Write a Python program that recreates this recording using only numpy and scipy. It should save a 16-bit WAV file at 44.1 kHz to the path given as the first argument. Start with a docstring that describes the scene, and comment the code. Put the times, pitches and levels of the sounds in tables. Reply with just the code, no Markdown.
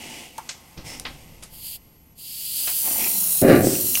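"""In a quiet room, a key is fitted to a steel radiator's bleed valve: a hand rubs, the key clicks.
Gas hisses out briefly, is shut off, then flows fully. A lighter held to the jet sets it alight
with a low, fluttering burst that soon dies and leaves the room ringing, while the hiss goes on.
A thin, high whine sputters faintly throughout."""
import sys
import numpy as np
from scipy import signal
from scipy.fft import rfft, irfft
from scipy.io import wavfile

SR = 44100
rng = np.random.default_rng(int(sys.argv[2]) if len(sys.argv) > 2 else 0)


def log_audio(samples):
    """Write samples as a 16-bit WAV file to the path given in sys.argv[1]."""
    # one column per channel
    frames = np.atleast_2d(samples).T
    # limit to full scale, then quantise
    limited = np.clip(frames, -1, 1)
    pcm = np.round(limited * 32767).astype(np.int16)
    wavfile.write(sys.argv[1], SR, pcm)


N = 176400
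T = np.arange(N) / SR
FREQUENCIES = np.fft.rfftfreq(N, 1 / SR)
CUTOFF_HZ = 15850


def from_db(db):
    """Turn decibels into a number to multiply by."""
    return 10 ** (np.asarray(db) / 20)

def unit_level(x):
    """Scale a sound to an average (rms) strength of 1."""
    return x / np.sqrt(np.mean(x ** 2) + 1e-20)

def colour(x, spectrum):
    """Give a sound the lows and highs listed in a table, at strength 1."""
    hz, db = np.transpose(spectrum)
    gain = from_db(np.interp(np.log(FREQUENCIES + 1), np.log(hz), db))
    cepstrum = irfft(np.log(gain), N)
    cepstrum[N // 2:] = 0   # so the filter rings after a sound, never before it
    return unit_level(irfft(rfft(x) * np.exp(2 * rfft(cepstrum)), N))

def drift(rate_hz):
    """A smooth random wobble, typically about 1 in size."""
    return unit_level(irfft(rfft(rng.standard_normal(N)) / (1 + (FREQUENCIES / rate_hz) ** 2), N))

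def noise(spectrum, rough_db=0, rate_hz=100):
    """Coloured noise whose strength flutters by about rough_db."""
    return colour(rng.standard_normal(N) * from_db(rough_db * drift(rate_hz)), spectrum)

def swell(start, rise, hold, fall, db):
    """A loudness curve that climbs, holds and dies away; times are in seconds."""
    age = T - start
    return from_db(db) * np.clip(age / rise, 0, 1) * np.exp(-np.maximum(age - rise - hold, 0) / fall)

def resonate(x, hz, t60):
    """Ring at one pitch, fading by 60 dB in t60 seconds."""
    r = np.exp(-np.log(1000) / (t60 * SR))
    feedback = [1, -2 * r * np.cos(2 * np.pi * hz / SR), r * r]
    return signal.lfilter(np.array([1, 0, -1]) * (1 - r * r) / 2, feedback, x + 1e-18)

def wall_echoes(x, t60=0.16, db=-9):
    """Add the dense, short echoes between radiator and wall."""
    age = T[:int(t60 * SR)]
    echoes = rng.standard_normal(len(age)) * from_db(-60 * age / t60)
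    return x + from_db(db) * signal.fftconvolve(x, echoes / np.linalg.norm(echoes))[:N]


# The room's background noise. Each row: frequency in Hz, relative level in dB.
ROOM_COLOUR = [(25, -1.5), (55, 3.5), (170, 2), (400, -11.5), (1300, -30), (2800, -39), (10000, -29),
               (16000, -40)]

def room():
    """A faint, steady rumble."""
    return from_db(-55) * noise(ROOM_COLOUR)

def whine(hz=11700, db=-60, dip_db=11):
    """A thin, high tone that wavers and dips at random."""
    tone = np.sqrt(2) * np.sin(2 * np.pi * hz * T + 0.5 * drift(10))
    dip = np.clip(2 * drift(13) - 1, 0, 1)
    return from_db(db - dip_db * dip) * tone


# The sound of friction. Each row: frequency in Hz, relative level in dB.
RASP_COLOUR = [(100, -9), (250, 7), (600, -2.5), (850, 3.5), (1150, -11), (1600, -10.5), (2080, 3.5),
               (2350, -2), (2950, -0.5), (3900, -8), (4900, -5), (8700, -6.5), (16000, -19)]

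def rasp(rows):
    """Swells of grainy noise, each with one ringing pitch."""
    friction = noise(RASP_COLOUR, rough_db=1.5, rate_hz=390)
    white = rng.standard_normal(N)
    out = np.zeros(N)
    for *shape, hz in rows:
        ring = unit_level(resonate(white, hz, t60=0.007))
        out += swell(*shape) * unit_level(friction + 0.55 * ring)
    return out


# Rubs on the valve. Each row: start, rise, hold and fall in seconds, level in dB, ring pitch in Hz.
RUB_STROKES = [(-.03, 0.039, 0.2, 0.087, -39, 2850), (0.32, 0.062, 0.12, 1, -51, 880),
               (0.837, 0.04, 0.062, 0.052, -38.5, 5300), (1.057, 0.0077, 0.031, 0.28, -53.5, 2770)]

def rubbing():
    """Hand and key rub on the valve, and the friction makes the metal ring."""
    return rasp(RUB_STROKES)


# Sharp clicks and knocks, and one short, high spit near the end. Each row: start in seconds,
# level in dB, ring time in seconds, low edge and high edge of the sound in Hz.
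SHARP_SOUNDS = [(0.3802, -29, 0.0023, 700, 15000), (.489, -24, 0.013, 2700, 7570),
                (0.771, -41, 0.028, 200, 5850), (0.9978, -21, 0.00069, 2500, 11700),
                (1.0498, -25.5, 0.015, 200, 4360), (1.423, -38.5, 0.017, 300, 10300),
                (1.435, -30.5, 0.0029, 4000, 11900), (2.67, -27, 0.019, 440, 7350),
                (3.946, -20.5, 0.011, 5500, 7500), (3.972, -22.5, 0.002, 1010, 7000)]

def clicks_and_spit():
    """Each sharp sound is a snap, a dense ring and a faint tail."""
    out = np.zeros(N)
    for start, db, ring_s, low_hz, high_hz in SHARP_SOUNDS:
        age = T[:N - int(start * SR)]
        attack_s = 0.27 * ring_s
        fade = np.exp(-age / ring_s) + from_db(-14.5) * np.exp(-age / (3.66 * ring_s))
        burst = rng.standard_normal(len(age)) * fade * np.minimum(age / attack_s, 1)
        burst[int(attack_s * SR)] += 1.2   # the snap
        band = np.vstack([signal.butter(1, low_hz, "high", fs=SR, output="sos"),
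                          signal.butter(6, high_hz, fs=SR, output="sos")])
        make_up = np.sqrt(SR / 2 / high_hz)   # restores the strength lost with the treble
        out[-len(age):] += from_db(db) * make_up * signal.sosfilt(band, burst + 1e-18)
    return out


# The squeak's tones. Each row: pitch in Hz, relative level in dB, seconds to fade by 60 dB.
SQUEAK_TONES = [(937, 11, 0.047), (1086, -8.5, 0.049)]

def key_squeak():
    """The key squeaks briefly as it slips into place."""
    white = rng.standard_normal(N)
    ring = sum(from_db(db) * resonate(white, hz, t60) for hz, db, t60 in SQUEAK_TONES)
    return unit_level(ring) * swell(0.381, 0.003, 0.0093, 0.0094, db=-31)


# Bumps of the hand. Each row: start, rise, hold and fall in seconds, level in dB.
BUMPS = [(0.765, 0.013, 0.022, 0.014, -35.5), (0.818, 0.027, 0.32, 0.39, -45.5)]
# Their dull sound. Each row: frequency in Hz, relative level in dB.
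BUMP_COLOUR = [(25, 7), (55, 5), (150, 2.5), (900, -16), (6000, -44)]

def handling():
    """The moving hand makes low, rough thuds."""
    return noise(BUMP_COLOUR, rough_db=3, rate_hz=65) * sum(swell(*row) for row in BUMPS)


# The hiss's echo as the microphone moves. Each row: time in seconds, delay in milliseconds.
WALL_DELAY = [(2.8, 0.64), (3.05, 0.7), (3.45, 0.739), (3.65, 0.652), (4.0, 0.72)]

def wall_swish(hiss):
    """A near and a far echo with changing delays mix with the hiss and make it swish."""
    delay_s = np.interp(T, *np.transpose(WALL_DELAY)) / 1000
    near = np.interp(T - delay_s, T, hiss)
    far = np.interp(T - 2.05 * delay_s, T, hiss)
    return unit_level(hiss + 0.42 * near + 0.22 * far)

def shimmer(hiss, spacing_hz=1300, depth_db=1.15):
    """Each frequency band of the hiss swells and fades a little on its own."""
    spectrum, out = rfft(hiss), np.zeros(N)
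    for centre in np.arange(0, CUTOFF_HZ + spacing_hz, spacing_hz):
        band = np.maximum(1 - abs(FREQUENCIES - centre) / spacing_hz, 0)
        out += irfft(spectrum * band, N) * from_db(depth_db * drift(4))
    return out


# How loudly the gas flows. Each row: time in seconds, level in dB.
GAS_FLOW = [(1.49, -62), (1.54, -43), (1.61, -41.5), (1.655, -33.5), (1.76, -34), (1.785, -62.5),
            (2.145, -73), (2.19, -40.5), (2.27, -35), (2.535, -27), (2.565, -23), (2.8, -21.5),
            (3.4, -19.5), (4.0, -19.5)]
# The hiss shielded by the hand, and in the clear. Each row: frequency in Hz, relative level in dB.
SHIELDED_COLOUR = [(300, -44), (1500, -30), (2200, -17.5), (3000, -4), (3800, -8), (4700, 1.5), (5800, -15),
                   (7300, -5), (7650, -12), (8400, -1.5), (10300, -9), (10850, 2), (12150, -1), (13500, -1),
                   (15500, -5.5)]
CLEAR_COLOUR = [(200, -19), (850, -16.5), (1400, -27.5), (2900, -15.5), (4500, -10.5), (7700, -6.5),
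                (8700, -1), (10250, -2), (10850, 3.5), (12300, 0.5), (14200, 2.5), (15700, -1.5)]
HAND_LEAVES_S, HAND_GONE_S, IGNITE_S = 2.27, 2.91, 3.416

def gas_jet(smother_db=10):
    """The gas's hiss turns wide and bright as the hand moves away; the flame briefly smothers it."""
    away = np.clip((T - HAND_LEAVES_S) / (HAND_GONE_S - HAND_LEAVES_S), 0, 1)
    clear_hiss = wall_swish(noise(CLEAR_COLOUR, rough_db=1))
    hiss = np.sqrt(1 - away) * noise(SHIELDED_COLOUR) + np.sqrt(away) * clear_hiss
    flow_db = np.interp(T, *np.transpose(GAS_FLOW))
    burning = np.interp(T - IGNITE_S, [0, 0.03, 0.14, 0.47], [0, 1, 1, 0])
    return shimmer(hiss) * from_db(flow_db - smother_db * burning)


# The jet brushes the lighter's flame. Each row: start, rise, hold and fall in seconds,
# level in dB, ring pitch in Hz.
SPUTTERS = [(2.82, 0.059, 0.033, 0.2, -35, 800), (2.972, 0.042, 0.028, 0.048, -32.5, 2400)]

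def lighter_sputter(depth_db=3):
    """The jet tears at the lighter's flame before the gas catches."""
    return rasp(SPUTTERS) * unit_level(from_db(depth_db * drift(70)))

def sinking_tone(start=2.87, start_hz=264.5, octaves_per_s=1.3):
    """A soft, hollow band of noise glides down as the lighter nears the jet."""
    hz = start_hz * 2 ** (-octaves_per_s * np.clip(T - start, 0, 1))
    phase = 2 * np.pi * np.cumsum(hz) / SR
    hollow = drift(25) * np.sin(phase) + drift(26) * np.cos(phase)
    return hollow * swell(start, 0.095, 0.25, 0.13, db=-45)


# Light touches of metal. Each row: start in seconds, relative level in dB, pitch in Hz.
METAL_TOUCHES = [(3.015, -28, 2360), (3.045, -22.5, 2470), (3.754, -27, 2700), (3.954, -14, 2795)]

def clinks(t60=0.0086):
    """Metal held in the hand rings with two tones that die almost at once."""
    out = np.zeros(N)
    for start, db, hz in METAL_TOUCHES:
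        phase = 2 * np.pi * hz * (T - start)
        tones = np.sin(phase) + from_db(-1.5) * np.sin(2.23 * phase)
        out += 2 * tones * swell(start, 0.00054, 0, t60 / np.log(1000), db)
    return out


# The flame's roar, its crackle, and the pitches the room rings at.
# Each row: frequency in Hz, relative level in dB.
ROAR_COLOUR = [(30, -14), (70, -12), (110, -4.5), (190, -2.5), (340, 3), (460, -6), (560, -3.5),
               (760, -7.5), (950, -30.5), (2000, -22), (4000, -56.5)]
CRACKLE_COLOUR = [(600, -18), (1020, -4), (1170, 14.5), (1310, 2), (1400, 10.5), (2200, 6.5), (2850, 2),
                  (3200, -17), (4000, -3.5), (7000, -22)]
ROOM_TONES = [(104, 3.5), (143, 6), (244, 9.5), (289, 1.5), (366, 4), (388, 4.5), (535, 9), (602, 3)]

def flame(puffs_per_s=115, hold_s=0.12, darken_s=0.34, fall_db_per_s=78.5):
    """Gas burns in uneven puffs: it roars and crackles, grows dull and leaves the room ringing."""
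    puff_count = np.floor(np.cumsum(puffs_per_s * np.exp(0.4 * drift(60))) / SR)
    puffs = unit_level(np.diff(puff_count, prepend=0) * from_db(3.3 * drift(150)))
    turbulence = 0.5 * rng.standard_normal(N)
    bright = colour(puffs + turbulence, ROAR_COLOUR)
    dull = signal.sosfiltfilt(signal.butter(2, 480, fs=SR, output="sos"), bright)
    age = T - IGNITE_S
    dying_s = np.maximum(age - hold_s, 0)
    spent = np.minimum(dying_s / darken_s, 1)
    loudness = np.clip(age / 0.0058, 0, 1) * from_db(-11 - fall_db_per_s * dying_s)
    roar = ((1 - spent) * bright + spent * dull) * loudness
    ringing = sum(from_db(db - 2) * resonate(roar, hz, t60=0.48) for hz, db in ROOM_TONES)
    crackle = colour(puffs + 0.85 * rng.standard_normal(N), CRACKLE_COLOUR)
    crackle *= swell(IGNITE_S, 0.095, 0.048, 0.035, db=-21.5)
    return roar + ringing + wall_echoes(crackle)


# The flame flares up unevenly. 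Each row: time of the peak in seconds, level in dB, pitch in Hz.
FLARE_UPS = [(3.507, -11, 540), (3.562, -18, 340), (3.632, -20.5, 220), (3.695, -20, 290)]

def flares(width_s=0.019):
    """Brief, hollow swells of the flame flutter in pitch and strength."""
    out = np.zeros(N)
    for peak_s, db, hz in FLARE_UPS:
        phase = 2 * np.pi * np.cumsum(hz * np.exp(0.2 * drift(100))) / SR
        hump = np.exp(-0.5 * ((T - peak_s) / width_s) ** 2)
        out += from_db(db + 2 * drift(115)) * np.sin(phase) * hump
    return out


# Gas striking the lighter's nozzle. Each row: frequency in Hz, relative level in dB.
NOZZLE_COLOUR = [(3800, -12), (5600, -2.5), (7000, -5.5), (8200, 3.5), (9800, -7.5), (15000, -8)]

def nozzle_hiss():
    """The jet glances off the lighter with a short extra hiss."""
    return noise(NOZZLE_COLOUR) * swell(3.61, 0.045, 0.084, 0.082, db=-25.5)

def scene():
    """All the sounds, heard close up in one channel."""
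    gas = gas_jet() + nozzle_hiss() + flame() + flares()
    small = rubbing() + clicks_and_spit() + key_squeak() + handling() + lighter_sputter() + clinks()
    return (gas + wall_echoes(small) + room() + whine() + sinking_tone())[None]

def record(dry):
    """Round off the peaks and cut the highest treble."""
    return signal.sosfilt(signal.ellip(12, 0.1, 90, CUTOFF_HZ, fs=SR, output="sos"), np.tanh(dry))


dry = scene()
out = record(dry)
log_audio(out)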